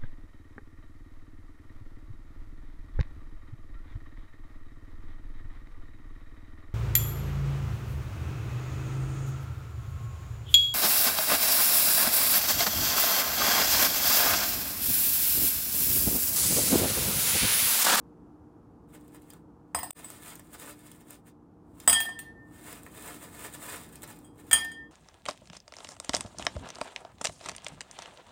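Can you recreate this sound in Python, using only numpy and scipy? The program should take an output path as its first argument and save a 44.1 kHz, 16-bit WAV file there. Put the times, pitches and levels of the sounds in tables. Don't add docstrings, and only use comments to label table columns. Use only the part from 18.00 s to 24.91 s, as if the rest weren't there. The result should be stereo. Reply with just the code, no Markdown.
import sys
import numpy as np
from scipy import signal
from scipy.fft import rfft, irfft
from scipy.io import wavfile
from scipy.ndimage import uniform_filter1d, map_coordinates

SR = 44100
rng = np.random.default_rng(int(sys.argv[2]) if len(sys.argv) > 2 else 0)


def persist_wave(psi):
    counts = np.round(np.clip(psi, -1, 1) * 32767).astype(np.int16)
    wavfile.write(sys.argv[1], SR, np.atleast_2d(counts).T)


N = 304731
TIME = np.arange(N) / SR
FREQ = np.arange(N // 2 + 1) * SR / N

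BOWL_HZ = [780, 1805, 3147, 3258, 4879, 4997, 6785, 7914, 8078, 8477, 8615, 8797, 8945, 9004, 9335, 10010,
           10750, 10950, 12130, 12750, 14310, 14635, 15090, 15520]
# (t60 [s], gain when hit at the bottom [dB], at the flank [dB], at the rim [dB])
BOWL_MODES = [(0.73, -28, -24, -24), (0.95, -6.5, -32.5, 1), (0.28, -18, -26.5, -1),
              (0.32, -13, -17.5, 3.5), (0.088, -12, -3, 1), (0.11, 14, 9.5, -20.5), (0.12, -39, -13.5, 2.5),
              (0.098, -17.5, 14.5, -16), (0.13, 6.5, 7, -3.5), (0.2, 1.5, -0.5, -7.5),
              (0.27, -13.5, -7, -11), (0.12, -20, -27, 10), (0.12, 8.5, 0.5, -8), (.17, -26, -18.5, -7),
              (0.23, -3, -6, -11), (0.29, -26.5, -15, -11), (0.22, -27, -20, -8.5),
              (0.17, -22.5, -10.5, -13.5), (0.073, -2.5, -6.5, -14.5), (0.12, -19, -9, -17.5),
              (0.08, -19, -13.5, -20.5), (0.18, -3, -19.5, -10.5), (.12, -15.5, -8, -14.5),
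              (.12, -21.5, -22.5, -15)]
# (time [s], ring [dB], place [0 bottom, 1 flank, 2 and up rim],
# brightness [dB/octave], thud [dB], crack [dB])
LANDINGS = [(1.7473, -35.5, 0.19, 3, -19, -27), (1.7883, -48.5, 1.8, 19.5, -41, -34),
            (1.8308, -46.5, 0.73, 16, -29, -34), (1.9057, -46, 0.55, 15, -39, -34),
            (2.044, -48.5, 1.16, 5, -44.5, -45), (3.876, -19, 1.27, 3.5, -14, -16),
            (3.8805, -26.5, 1.28, 3, -25, -28.5), (3.897, -25, 0.73, 8, -39, -18),
            (3.9286, -20.5, 1.71, -1, -27, -17), (4.0028, -35.5, 1.77, 14, -33, -23),
            (4.053, -50.5, 1.3, 4, -36.5, -37), (4.089, -46.5, 1.65, -5, -37, -56),
            (4.19, -52, 2, 11.5, -64.5, -34), (6.245, -58, 1.57, 1.5, -65.5, -68),
            (6.5121, -33.5, 1.66, -4, -30.5, -21), (6.5298, -18, 1.92, 5, -28, -14),
            (6.539, -59, 0.55, -0.5, -23.5, -33), (6.647, -60.5, 2.3, 10, -43, -35.5),
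            (6.716, -50.5, 1.84, -4, -61, -55)]
# (frequency [Hz], t60 [s], gain [dB])
THUD_MODES = [(76, 0.19, -24.5), (237, 0.083, -19), (500, 0.026, -14.5), (714, 0.03, -2.5),
              (865, 0.012, 1.5), (1058, 0.024, -3.5), (1280, 0.035, -12), (1860, 0.012, -4)]
# (frequency [Hz], relative level [dB])
CRACK_SPECTRUM = [(300, -16.5), (800, -8), (2000, -1.5), (4000, -2), (6000, 1), (8600, 0), (10500, -4.5),
                  (13500, -0.5), (15000, -7.5), (16500, -20)]
# (time [s], distance from the bowl [m])
HAND_PATH = [(1.7, .1), (2.1, .35), (3.9, .093), (4.35, .527), (4.5, .6), (6.5, .083), (6.9, .33)]
# (start [s], end [s], level [dB], body against treble [dB])
HANDFULS = [(0.892, 1.368, -71.5, -0.5), (1.97, 3.157, -67, -3), (4.534, 6.177, -63.5, -2)]
# (time of peak [s], length [s], level [dB])
PUSHES = [(0.951, 0.025, -55), (1.16, 0.029, -57.5), (1.31, 0.074, -62), (1.998, 0.026, -50),
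          (2.115, 0.19, -51), (2.289, 0.091, -46.5), (2.546, 0.035, -49), (2.625, 0.04, -43.5),
          (2.691, .06, -46.5), (2.868, 0.12, -58.5), (3.009, 0.02, -59.5), (3.123, 0.05, -52.5),
          (3.281, 0.027, -58), (3.839, 0.098, -57.5), (4.697, 0.13, -48), (4.975, 0.061, -50.5),
          (5.096, 0.12, -45), (5.233, 0.056, -49.5), (5.4, 0.14, -48), (5.453, 0.039, -42),
          (5.549, 0.028, -45), (5.632, 0.046, -44), (5.723, 0.14, -42.5), (5.96, 0.056, -57),
          (6.039, 0.01, -39), (6.1, 0.058, -50), (6.234, 0.084, -66.5), (6.399, 0.039, -58.5),
          (6.482, 0.051, -56.5)]
# (time [s], level [dB], body against treble [dB])
TICKS = [(1.0103, -52, -7), (1.08, -49.5, -14), (1.1463, -44, -2), (1.22, -48, -6), (1.303, -35.5, -27),
         (1.3346, -40, -1.5), (2.1023, -32.5, -5), (2.355, -34.5, -16), (2.395, -36.5, -6),
         (2.5311, -45, -1), (2.5984, -35, -22), (2.7916, -44.5, -34), (2.916, -36.5, -16),
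         (3.1067, -33, -12.5), (3.8009, -33.5, -27.5), (4.7282, -32, -1.5), (4.8333, -41, -16),
         (4.8646, -52, 17), (5.9563, -33, -34), (6.0206, -35, -19), (6.0314, -30.5, -4.5), (6.0768, -40, 0),
         (6.189, -43.5, -14)]
# (frequency [Hz], relative level [dB])
PAPER_BODY = [(200, -26), (450, 2), (800, -2), (1300, -1), (1900, -2.5), (2600, -8.5), (4000, -16.5)]
PAPER_CRISP = [(1200, -21.5), (2600, -8), (4000, -4.5), (6000, -3.5), (8500, 0), (11000, -3.5),
               (14000, -2.5), (16000, -9.5)]
# (frequency [Hz], relative level [dB])
ROOM_TONE = [(25, -20.5), (55, -1.5), (100, 1.5), (200, -1.5), (320, 1), (420, -7.5), (600, -14.5),
             (820, -11), (1300, -20), (2000, -38), (4000, -48), (9000, -47), (16000, -58)]
# (time [s], level [dB])
ROOM_DRIFT = [(0, -53), (1.6, -54), (2.3, -55), (3.5, -56), (3.85, -53), (5.8, -52), (6.9, -54)]
# (frequency [Hz], level [dB])
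APPLIANCE_HUM = [(60, -73.5), (119, -79.5), (165, -65), (231, -67.5), (298, -60), (468, -68.5)]
# (frequency [Hz], lead of left [cycles], left minus right [dB])
MIC_PORTS = [(60, 0, 1.5), (350, -.01, .7), (1000, -.13, -2.2), (1850, .02, -5.5), (3300, .22, -3.5),
             (4500, .42, -.5), (5500, .5, 0), (7000, .73, 0), (8000, .96, 0), (9200, 1.01, 0),
             (11800, 1.5, 0), (14400, 1.98, 0), (16000, 2, 0)]
# (start [s], length [s])
GAPS = [(1.912, .009), (1.935, .008)]

TOP_HZ = 16000
PILE_FROM_S, PILE_RING_SHARE = 6.4, 0.74


def bowl():
    t = TIME[:SR]
    hz = np.array(BOWL_HZ)
    t60, *db_by_place = np.transpose(BOWL_MODES)
    octaves = np.log2(hz / 7000)
    polarity = (-1) ** np.arange(len(hz))
    knock = sum((-1) ** k * undb(db) * np.sin(2 * np.pi * f * t) * fade(t, decay)
                for k, (f, decay, db) in enumerate(THUD_MODES))
    upper_modes = shimmer(count=120, t60=0.029)
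    rings, cracks = np.zeros(N), np.zeros(N)
    for s, ring_db, place, brightness, thud_db, crack_db in LANDINGS:
        loaded_hz = hz * (1 + .002 * hz / TOP_HZ * rng.standard_normal(len(hz)))
        ring_t60 = t60 * (PILE_RING_SHARE if s > PILE_FROM_S else 1)
        modes = np.sin(2 * np.pi * loaded_hz[:, None] * t) * fade(t, ring_t60[:, None])
        nearness = np.maximum(1 - abs(np.clip(place, 0, 2) - np.arange(3)), 0)
        weights = polarity * undb(ring_db + nearness @ db_by_place + brightness * octaves)
        add(rings, s, weights @ modes + undb(thud_db) * knock)
        add(cracks, s, undb(crack_db) * burst(snap_t60=0.03, tail_t60=.08, tail_db=-28))
        add(cracks, s, undb(crack_db - 13.5) * rng.standard_normal(len(upper_modes)) @ upper_modes)
    return rings + colour(cracks, CRACK_SPECTRUM)


def shimmer(count, t60):
    t = TIME[:SR // 3]
    offset, life, phase = rng.random((count, 3)).T[:, :, None]
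    hz = np.interp(np.arange(count)[:, None] + offset, [0, count], [4400, TOP_HZ])
    return np.sin(2 * np.pi * (hz * t + phase)) * fade(t, t60 * (.5 + life)) / np.sqrt(count / 2)


def hand_echo(pair, strength, left_extra_m):
    round_trip_m = 2 * np.interp(TIME, *np.transpose(HAND_PATH))
    delays = [(round_trip_m + left_extra_m) / 343, round_trip_m / 343]
    echo = [map_coordinates(x, [(TIME - delay) * SR], order=3) for x, delay in zip(pair, delays)]
    return pair + strength * signal.sosfiltfilt(butter(1, [600, 4500], "band"), echo)


def paper_rustle(drag_fade_s=0.022):
    power = sum((undb(db) * finger_push(s, length)) ** 2 for s, length, db in PUSHES)
    for start, end, db, _ in HANDFULS:
        drag = np.interp(TIME, [start - drag_fade_s, start, end, end + drag_fade_s], [0, 1, 1, 0])
        power += (undb(db) * drag) ** 2
    starts, _, _, body_db = np.transpose(HANDFULS)
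    hollow = undb(body_db)[np.searchsorted(starts[1:], TIME)]
    effort = np.sqrt(power) * undb(1.3 * wander(55))
    crisp = colour(crinkle(slips_per_s=1400, spread_db=7, hiss_db=2.5) * effort, PAPER_CRISP)
    body = colour(crinkle(slips_per_s=1400, spread_db=3.5, hiss_db=-2) * effort * hollow, PAPER_BODY)
    return undb(2) * crisp + undb(-0.5) * body


def finger_push(s, length, edge_db=-7, roundness=1.17):
    half_lengths_away = abs(TIME - s) / (length / 2)
    gain, near = np.zeros(N), half_lengths_away < 8
    gain[near] = undb(edge_db * half_lengths_away[near] ** roundness)
    return gain


def crinkle(slips_per_s, spread_db, hiss_db):
    sizes = undb(spread_db * np.minimum(rng.exponential(size=N), 4))
    slipping = rng.random(N) < slips_per_s / SR
    slips = slipping * sizes * np.sign(rng.standard_normal(N))
    return unit(unit(slips) + undb(hiss_db) * rng.standard_normal(N))


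def crust_ticks():
    crisp, body = np.zeros(N), np.zeros(N)
    for s, db, body_db in TICKS:
        snap = undb(db) * burst(snap_t60=0.012, tail_t60=.06, tail_db=-27.5)
        add(crisp, s, snap)
        add(body, s, undb(body_db) * snap)
    return undb(-2) * colour(crisp, PAPER_CRISP) + undb(-3) * colour(body, PAPER_BODY)


def room(x, wet_db, low_t60, high_t60):
    t = TIME[:SR // 2]
    noise = rng.standard_normal((2, len(t)))
    bass = signal.sosfilt(butter(3, 600, "low"), rng.standard_normal(len(t)))
    middle = signal.sosfilt(butter(3, [600, 5000], "band"), noise)
    treble = signal.sosfilt(butter(2, 5000, "high"), noise)
    tail = (bass + middle) * fade(t, low_t60) + undb(-6) * treble * fade(t, high_t60)
    tail *= t > .002
    tail /= np.linalg.norm(tail, axis=1, keepdims=True)
    return x + undb(wet_db) * signal.fftconvolve(x[None], tail, axes=1)[:, :N]


def kitchen():
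    mid = colour(rng.standard_normal(N), ROOM_TONE)
    side = colour(rng.standard_normal(N), ROOM_TONE)
    side = undb(-11) * side + undb(1.5) * signal.sosfilt(butter(2, 650, "high"), side)
    murmur = undb(-54.5) * np.array([mid + side, mid - side])
    hum = np.zeros(N)
    for hz, db in APPLIANCE_HUM:
        amplitude = np.sqrt(2) * undb(db + 2 * wander(6.5))
        wavering_hz = hz + 1.763 * wander(12)
        hum += amplitude * np.sin(2 * np.pi * np.cumsum(wavering_hz) / SR)
    times, drift_db = np.transpose(ROOM_DRIFT)
    drift = undb(np.interp(TIME, times, drift_db - np.mean(drift_db)))
    return drift * (murmur + hum)


def dropouts(floor_db, close_s, recovery_s):
    gain = np.ones(N)
    for s, length in GAPS:
        opening = np.interp(TIME, [s - close_s, s, s + length, s + length + recovery_s], [1, 0, 0, 1])
        gain = np.minimum(gain, opening ** 2)
    return np.maximum(gain, undb(floor_db))


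def undb(db):
    return 10 ** (np.asarray(db) / 20)


def unit(x):
    return x / np.sqrt(np.mean(x ** 2))


def fade(t, t60):
    return np.exp(-np.log(1000) * t / t60)


def butter(order, hz, kind):
    return signal.butter(order, hz, kind, fs=SR, output="sos")


def colour(x, spectrum, size=4096):
    hz, db = np.transpose(spectrum)
    bin_hz = np.arange(size // 2 + 1) * SR / size
    gain = unit(undb(np.interp(np.log(bin_hz + 1), np.log(hz), db)))
    cepstrum = irfft(np.log(gain))
    cepstrum[1:size // 2] *= 2
    cepstrum[size // 2 + 1:] = 0
    return signal.fftconvolve(x, irfft(np.exp(rfft(cepstrum))))[:N]


def wander(rate_hz):
    hold = int(SR / rate_hz)
    steps = np.repeat(rng.standard_normal(N // hold + 1), hold)
    return unit(uniform_filter1d(uniform_filter1d(steps, hold), hold)[:N])


def burst(snap_t60, tail_t60, tail_db):
    t = TIME[:SR // 3]
    return rng.standard_normal(len(t)) * (fade(t, snap_t60) + undb(tail_db) * fade(t, tail_t60))


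def add(track, s, sound):
    start = int(s * SR)
    track[start:start + len(sound)] += sound[:N - start]


def scene():
    landings = room(bowl(), wet_db=-7, low_t60=0.33, high_t60=0.23)
    handling = room(paper_rustle() + crust_ticks(), wet_db=-5.5, low_t60=0.11, high_t60=0.038)
    return hand_echo(landings, strength=0.61, left_extra_m=0.048) + handling + kitchen()


def record(dry):
    hz, cycles, balance_db = np.transpose(MIC_PORTS)
    left_lead = np.exp(2j * np.pi * np.interp(FREQ, hz, cycles))
    left_gain = undb(np.interp(FREQ, hz, balance_db) / 2)
    ports = np.array([left_gain, 1 / (left_gain * left_lead)])
    heard = irfft(rfft(dry) * ports, N)
    heard *= dropouts(floor_db=-45, close_s=.002, recovery_s=.028)
    return signal.sosfilt(signal.ellip(8, .2, 70, TOP_HZ, fs=SR, output="sos"), heard)


dry = scene()
out = record(dry)
persist_wave(out)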